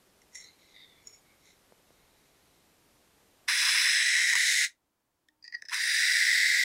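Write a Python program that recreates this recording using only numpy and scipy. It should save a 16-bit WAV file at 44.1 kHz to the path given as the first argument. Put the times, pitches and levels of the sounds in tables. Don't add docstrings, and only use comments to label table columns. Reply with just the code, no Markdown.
import sys
import numpy as np
from scipy import signal
from scipy.fft import rfft, irfft, next_fast_len
from scipy.io import wavfile
from scipy.ndimage import map_coordinates

SR = 44100
rng = np.random.default_rng(int(sys.argv[2]) if len(sys.argv) > 2 else 0)


def put_to_file(sound):
    columns = np.atleast_2d(sound).T
    safe = np.clip(columns, -1, 1)
    whole_steps = np.round(safe * 32767)
    wavfile.write(sys.argv[1], SR, whole_steps.astype(np.int16))


N = 292824

# pitch_hz, level_db (per Hz)
EARLY_AIR = [(12, -27), (25, -3.5), (400, -4.5), (1400, -12), (4820, -16), (14000, -20), (15000, -38)]
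LATE_AIR = [(20, -11), (80, -6.5), (200, -10.5), (290, -6.5), (430, -12), (1000, -12.5), (2500, -21.5),
            (15000, -25)]
EARLY_DB, LATE_DB = -65.5, -79

# start_s, pitch_hz, level_db, fall_s (for 20 dB)
HUMS = [(1.07, 428, -67, 0.17), (5.3, 307, -80.5, 0.4), (5.315, 907, -87, 1)]
# start_s, peak_db
KNOCKS = [(1.723, -45.5), (1.906, -50), (5.629, -59), (5.645, -58)]
# pitch_hz, width_hz, level_db
BASE = [(193.8, 290, 1), (480, 440, 7), (1180, 1400, -11)]
# pitch_hz, width_hz, level_db
STONE = [(960, 170, -13), (1120, 1400, -10)]

# pitch_hz, width_hz, level_db
SKIM = [(2040, 240, 0), (3800, 1540, -18), (5570, 130, 3), (6450, 560, -4.5), (7200, 190, -0.5),
        (8950, 3000, -19)]
GLIDE = [(2163, 360, 1), (3950, 740, -1), (5550, 450, -7), (6660, 900, -10)]
SQUEAK = [(2100, 250, -7), (4060, 330, 0), (6500, 900, -14)]
FILM = [(2200, 220, 0), (4000, 900, -15)]
SCUFF = [(2060, 280, 0), (3680, 380, 0), (4700, 450, -9)]
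DRAG = [(2050, 230, -0.5), (3610, 190, 5.5), (4540, 860, -12)]
POINT = [(2180, 260, -17), (5510, 150, 1), (6840, 300, 1), (10400, 6000, -30)]
FREE = [(1850, 125, 4), (3550, 550, -18), (5200, 900, -21), (7000, 6500, -31)]
LANDING = [(1880, 130, -1), (2450, 300, -19), (4810, 280, 3.5), (6000, 1800, -24)]
TOUCH = [(1905, 150, 3), (4290, 110, -15), (4840, 350, -9), (6030, 250, -25), (9000, 6000, -52)]
PERCH = [(1780, 260, 4), (2540, 240, -12), (3880, 640, -16), (5150, 380, 2), (6000, 330, -7),
         (8000, 4500, -26.5)]
TIP = [(1880, 730, 6.5), (2500, 560, 0), (3500, 300, -2), (4006, 370, 0.5), (5110, 500, 3),
       (5680, 1300, -6.5), (8300, 3100, -10.5), (10530, 250, -4.5), (11400, 700, -21), (13970, 1620, -23.5),
       (15500, 670, -23)]
BELLY = [(1920, 430, 1.5), (2500, 700, -11.5), (3360, 750, -14.5), (3940, 450, -9.0), (5160, 700, -10),
         (6200, 1000, -15.5), (8020, 880, -14.0), (9980, 1160, -21.0), (16480, 6250, -36.5)]
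MIDDLE = [(1965, 440, 3), (3100, 750, -14.5), (3930, 450, -5.5), (5420, 1370, -9.0), (6760, 810, -13.0),
          (8020, 990, -13.0), (10250, 1900, -20), (16480, 2150, -28.0)]
HEEL = [(2004, 514, -0.5), (2980, 400, -14.5), (3870, 810, -7), (5300, 1730, -11.5), (6520, 560, -9.5),
        (7680, 3110, -15), (9700, 1370, -18), (13800, 2600, -31)]
FLAT_TIP = [(1910, 500, 0), (2650, 280, -15.5), (3870, 680, -9.5), (4840, 320, -6), (5470, 1100, -12.5),
            (7030, 440, -17), (8400, 1380, -18), (10600, 720, -19.5), (13290, 1420, -29.5),
            (15520, 1120, -32)]
FLAT_HEEL = [(1680, 250, -12), (1986, 317, -0.5), (3840, 960, -15), (4650, 1300, -15.5), (5410, 980, -18.5),
             (6560, 710, -23), (7770, 1240, -20.5), (9320, 1200, -28), (10600, 800, -28),
             (14000, 2400, -32)]

# (pitch_hz, width_hz, level_db)
STEADY = (SKIM, GLIDE, SQUEAK, FILM, POINT, FREE, LANDING, PERCH)
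# kinds of contact, sink_per_s (share of the pitch), above_hz
SINKS = [((TIP, BELLY, MIDDLE, HEEL, FLAT_TIP, FLAT_HEEL), .1, 7200), ((DRAG, SCUFF), .25, 2800), ((TOUCH,),
         1.6, 1000)]
# start_s, length_s, level_db, attack_s (for 20 dB), sag_db_per_s, resonances
SLIDES = [(.352, .1, -47.5, .025, 85, SKIM), (.43, .06, -56, .055, 0, SQUEAK),
          (.62, .11, -65.5, .14, 10, GLIDE), (.772, .05, -54.5, .06, 30, SCUFF),
          (.82, .16, -57.5, .07, 70, DRAG), (.96, .19, -67.5, .07, 18, FILM),
          (1.08, .07, -56.5, .05, 25, POINT), (1.275, .025, -68.5, .1, 5, FILM),
          (1.458, .05, -64.5, .05, 30, SKIM), (1.462, .055, -65, .08, 5, GLIDE),
          (1.98, .6, -76, .3, 3, GLIDE), (5.447, .018, -50, .018, 5, LANDING),
          (5.484, .022, -55, .013, 150, LANDING), (5.542, .008, -37, .017, 5, TOUCH),
          (5.58, .1, -66.5, .02, 3, PERCH), (5.653, .008, -51, .004, 5, PERCH),
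          (5.688, .035, -47, .005, 5, PERCH), (5.694, .03, -44, .008, 0, TIP),
          (5.733, .016, -27.5, .022, 5, TIP)]
# start_s, length_s, level_db, attack_s (for 20 dB), shortfall_db (while gathering speed),
# resonances passed on the way
STROKES = [(3.483, 1.166, -25, .005, 1.32, (TIP, BELLY, MIDDLE, HEEL)),
           (5.75, .9, -24.5, .03, 8.5, (FLAT_TIP, FLAT_HEEL))]
# start_s, level_db, fade_db_per_s
BITES = [(3.495, -41, 133), (3.629, -42, 37), (4.184, -55.5, 452), (4.354, -42.5, 753), (5.731, -35, 602),
         (5.785, -61, 52)]
# start_s, level_db, resonances
TICKS = [(.2184, -46.5, SKIM), (.3545, -26.5, SKIM), (1.072, -30.5, POINT), (3.486, -12.5, TIP),
         (3.4994, -12, TIP), (4.3349, -7, HEEL), (4.3548, -4, MIDDLE), (5.2865, -46, FREE),
         (5.4265, -44.5, LANDING), (5.442, -37.5, LANDING), (5.479, -29, LANDING), (5.5245, -30.5, TOUCH),
         (5.5499, -22.5, TOUCH), (5.6222, -27.5, PERCH), (5.6529, -41, PERCH), (5.686, -29, PERCH),
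         (5.696, -28.5, PERCH), (5.744, -15, TIP)]
# time_s, level_db
TREBLE = [(3.5, -1), (3.63, 5), (3.85, 3), (4.15, .5), (4.36, -4.5), (4.5, -.5), (4.66, -2)]

TOP_HZ = 15850
SPEED_UP_S, LIFT_S = .11, .029
TRAVEL_FROM, TRAVEL_SHARE = .27, .56
RELEASE_RATIO = 1.1
ECHO_START_S, ECHO_END_S, ECHO_DB = .00041, .00048, -18
DIP_HZ, DIP_WIDTH_HZ, DIP_DB = 12300, 380, -11
TREBLE_TRADE = .55
STALL_S, STALL_LENGTH_S, STALL_DB = 4.343, .009, -8
BITE_ATTACK_S, STEADY_BITE_DB = 0.036, -44
RASP_RISE_PER_S = .33
SINK_SPAN_S = .3
HUM_ATTACK_S = 0.046


def amp(db):
    return 10 ** (np.asarray(db) / 20)


def unit(x):
    return x / np.sqrt(np.mean(x ** 2) + 1e-20)


def curve(times, values, outside=None):
    return np.interp(np.arange(N) / SR, times, values, left=outside, right=outside)


def wobble(rate):
    points = rng.standard_normal(int(N * rate / SR) + 4)
    return unit(map_coordinates(points, [np.arange(N) * rate / SR]))


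def envelope(start, length, attack, release, sag=0):
    t = np.arange(N) / SR - start
    outside = np.maximum(-t, 0) / attack + np.maximum(t - length, 0) / release
    level_db = -20 * outside - sag * np.clip(t, 0, length)
    return amp(np.maximum(level_db, -200))


def progress(start, length):
    return curve([start, start + length], [0, 1])


def filtered(x, response):
    size = next_fast_len(N + SR // 4)
    return irfft(rfft(x, size) * response(np.fft.rfftfreq(size, 1 / SR)), size)[:N]


def high_pass(hz, edge_hz, order):
    return 1 / np.sqrt(1 + (edge_hz / (hz + 1)) ** (2 * order))


def ring(modes, low_hz, order, size=4096):
    hz = np.fft.rfftfreq(size, 1 / SR) + 1
    power = np.zeros(len(hz))
    for centre, width, db in modes:
        detuning = (hz ** 2 - centre ** 2) / (hz * width)
        power += (amp(db) / (1 + detuning ** 2)) ** 2
    cepstrum = irfft(np.log(np.sqrt(power) * high_pass(hz, low_hz, order) + 1e-6))
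    cepstrum[1:size // 2] *= 2
    cepstrum[size // 2 + 1:] = 0
    response = irfft(np.exp(rfft(cepstrum)))
    return response / np.linalg.norm(response)


def through(x, response):
    return signal.oaconvolve(x, response)[:N]


def impulses(rows):
    times, db = np.transpose(rows)
    return np.bincount(np.round(times * SR).astype(int), amp(db), N)[:N]


def air(spectrum, db):
    points_hz, points_db = np.transpose(spectrum)
    colour = lambda hz: amp(np.interp(np.log(hz + 1), np.log(points_hz), points_db))
    return amp(db) * unit(filtered(rng.standard_normal(N), colour))


def background():
    early = curve([3.45, 3.65], [1, 0])
    return early * air(EARLY_AIR, EARLY_DB) + (1 - early) * air(LATE_AIR, LATE_DB)


def workshop(x, t60, wet_db):
    t = np.arange(SR // 3) / SR
    tail = rng.standard_normal(len(t)) * amp(-60 * t / t60)
    tail *= t > .003
    return x + amp(wet_db) * through(x, tail / np.linalg.norm(tail))


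def hums():
    t = np.arange(N) / SR
    total = np.zeros(N)
    for start, hz, db, fall in HUMS:
        tone = unit(np.sin(2 * np.pi * hz * t))
        total += amp(db) * envelope(start, 0, HUM_ATTACK_S, fall) * tone
    return total


def base(scrape):
    response = ring(BASE, low_hz=59.6, order=4)
    knocks = impulses(KNOCKS) / np.abs(response).max()
    rumble = amp(-52) * scrape * rng.standard_normal(N)
    return through(knocks + rumble, response)


def grit(clump_db, clump_rate, shudder_db, shudder_rate):
    return unit(amp(clump_db * wobble(clump_rate) + shudder_db * wobble(shudder_rate)))


def stone(scrape):
    digging = sum(amp(db) * envelope(s, 0, BITE_ATTACK_S, 20 / fade) for s, db, fade in BITES)
    pressed = np.minimum(scrape / amp(-44), 1)
    bite = amp(STEADY_BITE_DB) * scrape + pressed * digging

    t = np.arange(N) / SR
    starts = np.array([row[0] for row in BITES])
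    latest = starts[np.searchsorted(starts, t + BITE_ATTACK_S) - 1]
    since_bite = np.clip(t - latest, 0, .5)
    grinding = through(rng.standard_normal(N), ring(STONE, low_hz=920, order=14))
    position = np.cumsum(1 + RASP_RISE_PER_S * since_bite) % N
    climbing = np.interp(position, np.arange(N), grinding)
    rasp = bite * grit(clump_db=0.0, clump_rate=91, shudder_db=2.5, shudder_rate=49) * climbing

    knocks = amp(-18.5) * impulses([(s, db) for s, db, modes in TICKS])
    return rasp + through(knocks, ring(STONE, low_hz=520, order=4))


def slides():
    contacts = []
    for start, length, db, attack, sag, modes in SLIDES:
        gain = amp(db) * envelope(start, length, attack, RELEASE_RATIO * attack, sag)
        contacts.append((gain, modes))
    return contacts


def strokes():
    contacts = []
    for start, length, db, attack, shortfall_db, path in STROKES:
        done = progress(start, length)
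        speed_db = -shortfall_db * np.exp(-done * length / SPEED_UP_S)
        gain = envelope(start, length, attack, LIFT_S) * amp(db + speed_db)
        place = np.clip((done - TRAVEL_FROM) / TRAVEL_SHARE, 0, 1) * (len(path) - 1)
        for k, modes in enumerate(path):
            nearness = np.maximum(1 - np.abs(place - k), 0)
            contacts.append((gain * np.sqrt(nearness), modes))
    return contacts


def taps(rows, crush_time, crush_db, snap_db):
    hits = impulses(rows)
    t = np.arange(-SR // 100, SR // 100) / SR
    bell = np.exp(-(t / crush_time) ** 2)
    crushing = signal.oaconvolve(hits, bell / np.linalg.norm(bell), mode="same")
    return amp(snap_db) * hits + amp(crush_db) * crushing * rng.standard_normal(N)


def rubbed(friction, response, sink_per_s, above_hz):
    n, effort = np.arange(N), np.cumsum(friction ** 2)
    middle = np.searchsorted(effort, effort[-1] / 2)
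    from_middle_s = np.clip((n - middle) / SR, -SINK_SPAN_S, SINK_SPAN_S)
    position = np.cumsum(1 - np.clip(sink_per_s * from_middle_s, -.5, .5))
    position += middle - position[middle]
    ringing = through(np.interp(n, position, friction) * rng.standard_normal(N), response)
    sinking = map_coordinates(ringing, [position])
    still = through(friction * rng.standard_normal(N), response)
    upper = lambda hz: high_pass(hz, above_hz, order=12)
    lower = lambda hz: np.sqrt(1 - upper(hz) ** 2)
    return filtered(sinking, upper) + filtered(still, lower)


def blade(rubs, hiss_db):
    kinds_of_contact = [(modes, None) for modes in STEADY]
    for kinds, *sink in SINKS:
        kinds_of_contact += [(modes, sink) for modes in kinds]

    steel = np.zeros(N)
    for modes, sink in kinds_of_contact:
        response = ring(modes, low_hz=1401, order=26)
        friction = np.sqrt(sum(gain ** 2 for gain, contact in rubs if contact == modes))
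        if sink:
            steel += rubbed(friction, response, *sink)
        else:
            steel += through(friction * rng.standard_normal(N), response)
        ticks = [(s, db) for s, db, contact in TICKS if contact == modes]
        if ticks:
            tapping = taps(ticks, crush_time=.0017, crush_db=-6.5, snap_db=-4)
            steel += through(tapping, response / np.abs(response).max())

    steel = filtered(steel, lambda hz: amp(DIP_DB * np.exp(-((hz - DIP_HZ) / DIP_WIDTH_HZ) ** 2)))
    hiss = filtered(steel, lambda hz: high_pass(hz, edge_hz=2700, order=6))
    t, done = np.arange(N) / SR, np.zeros(N)
    for start, length, *_ in STROKES:
        done += progress(start, length) * (t < start + length)
    delay = (ECHO_START_S + (ECHO_END_S - ECHO_START_S) * done) * SR
    echo = np.interp(np.arange(N) - delay, np.arange(N), hiss)
    return steel + (amp(hiss_db) - 1) * hiss - amp(hiss_db + ECHO_DB) * echo


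def scene():
    firm = strokes()
    hiss_db = curve(*np.transpose(TREBLE), 0)
    even = amp(-TREBLE_TRADE * hiss_db) * grit(clump_db=1.1, clump_rate=800, shudder_db=0.2, shudder_rate=73)
    even *= amp(STALL_DB * envelope(STALL_S, STALL_LENGTH_S, attack=.004, release=.002))
    skipping = grit(clump_db=2.5, clump_rate=450, shudder_db=1.1962, shudder_rate=61)
    rubs = [(gain * even, modes) for gain, modes in firm]
    rubs += [(gain * skipping, modes) for gain, modes in slides()]
    scrape = np.sqrt(sum(gain ** 2 for gain, modes in firm))
    honing = hums() + base(scrape) + stone(scrape) + blade(rubs, hiss_db)
    return background() + workshop(honing, t60=0.14, wet_db=-14.5)


def record(dry):
    fade = np.minimum(1, np.arange(N)[::-1] / (.004 * SR))
    return filtered(dry * fade, lambda hz: np.clip((TOP_HZ - hz) / 200 + .5, 0, 1))


dry = scene()
out = record(dry)
put_to_file(out)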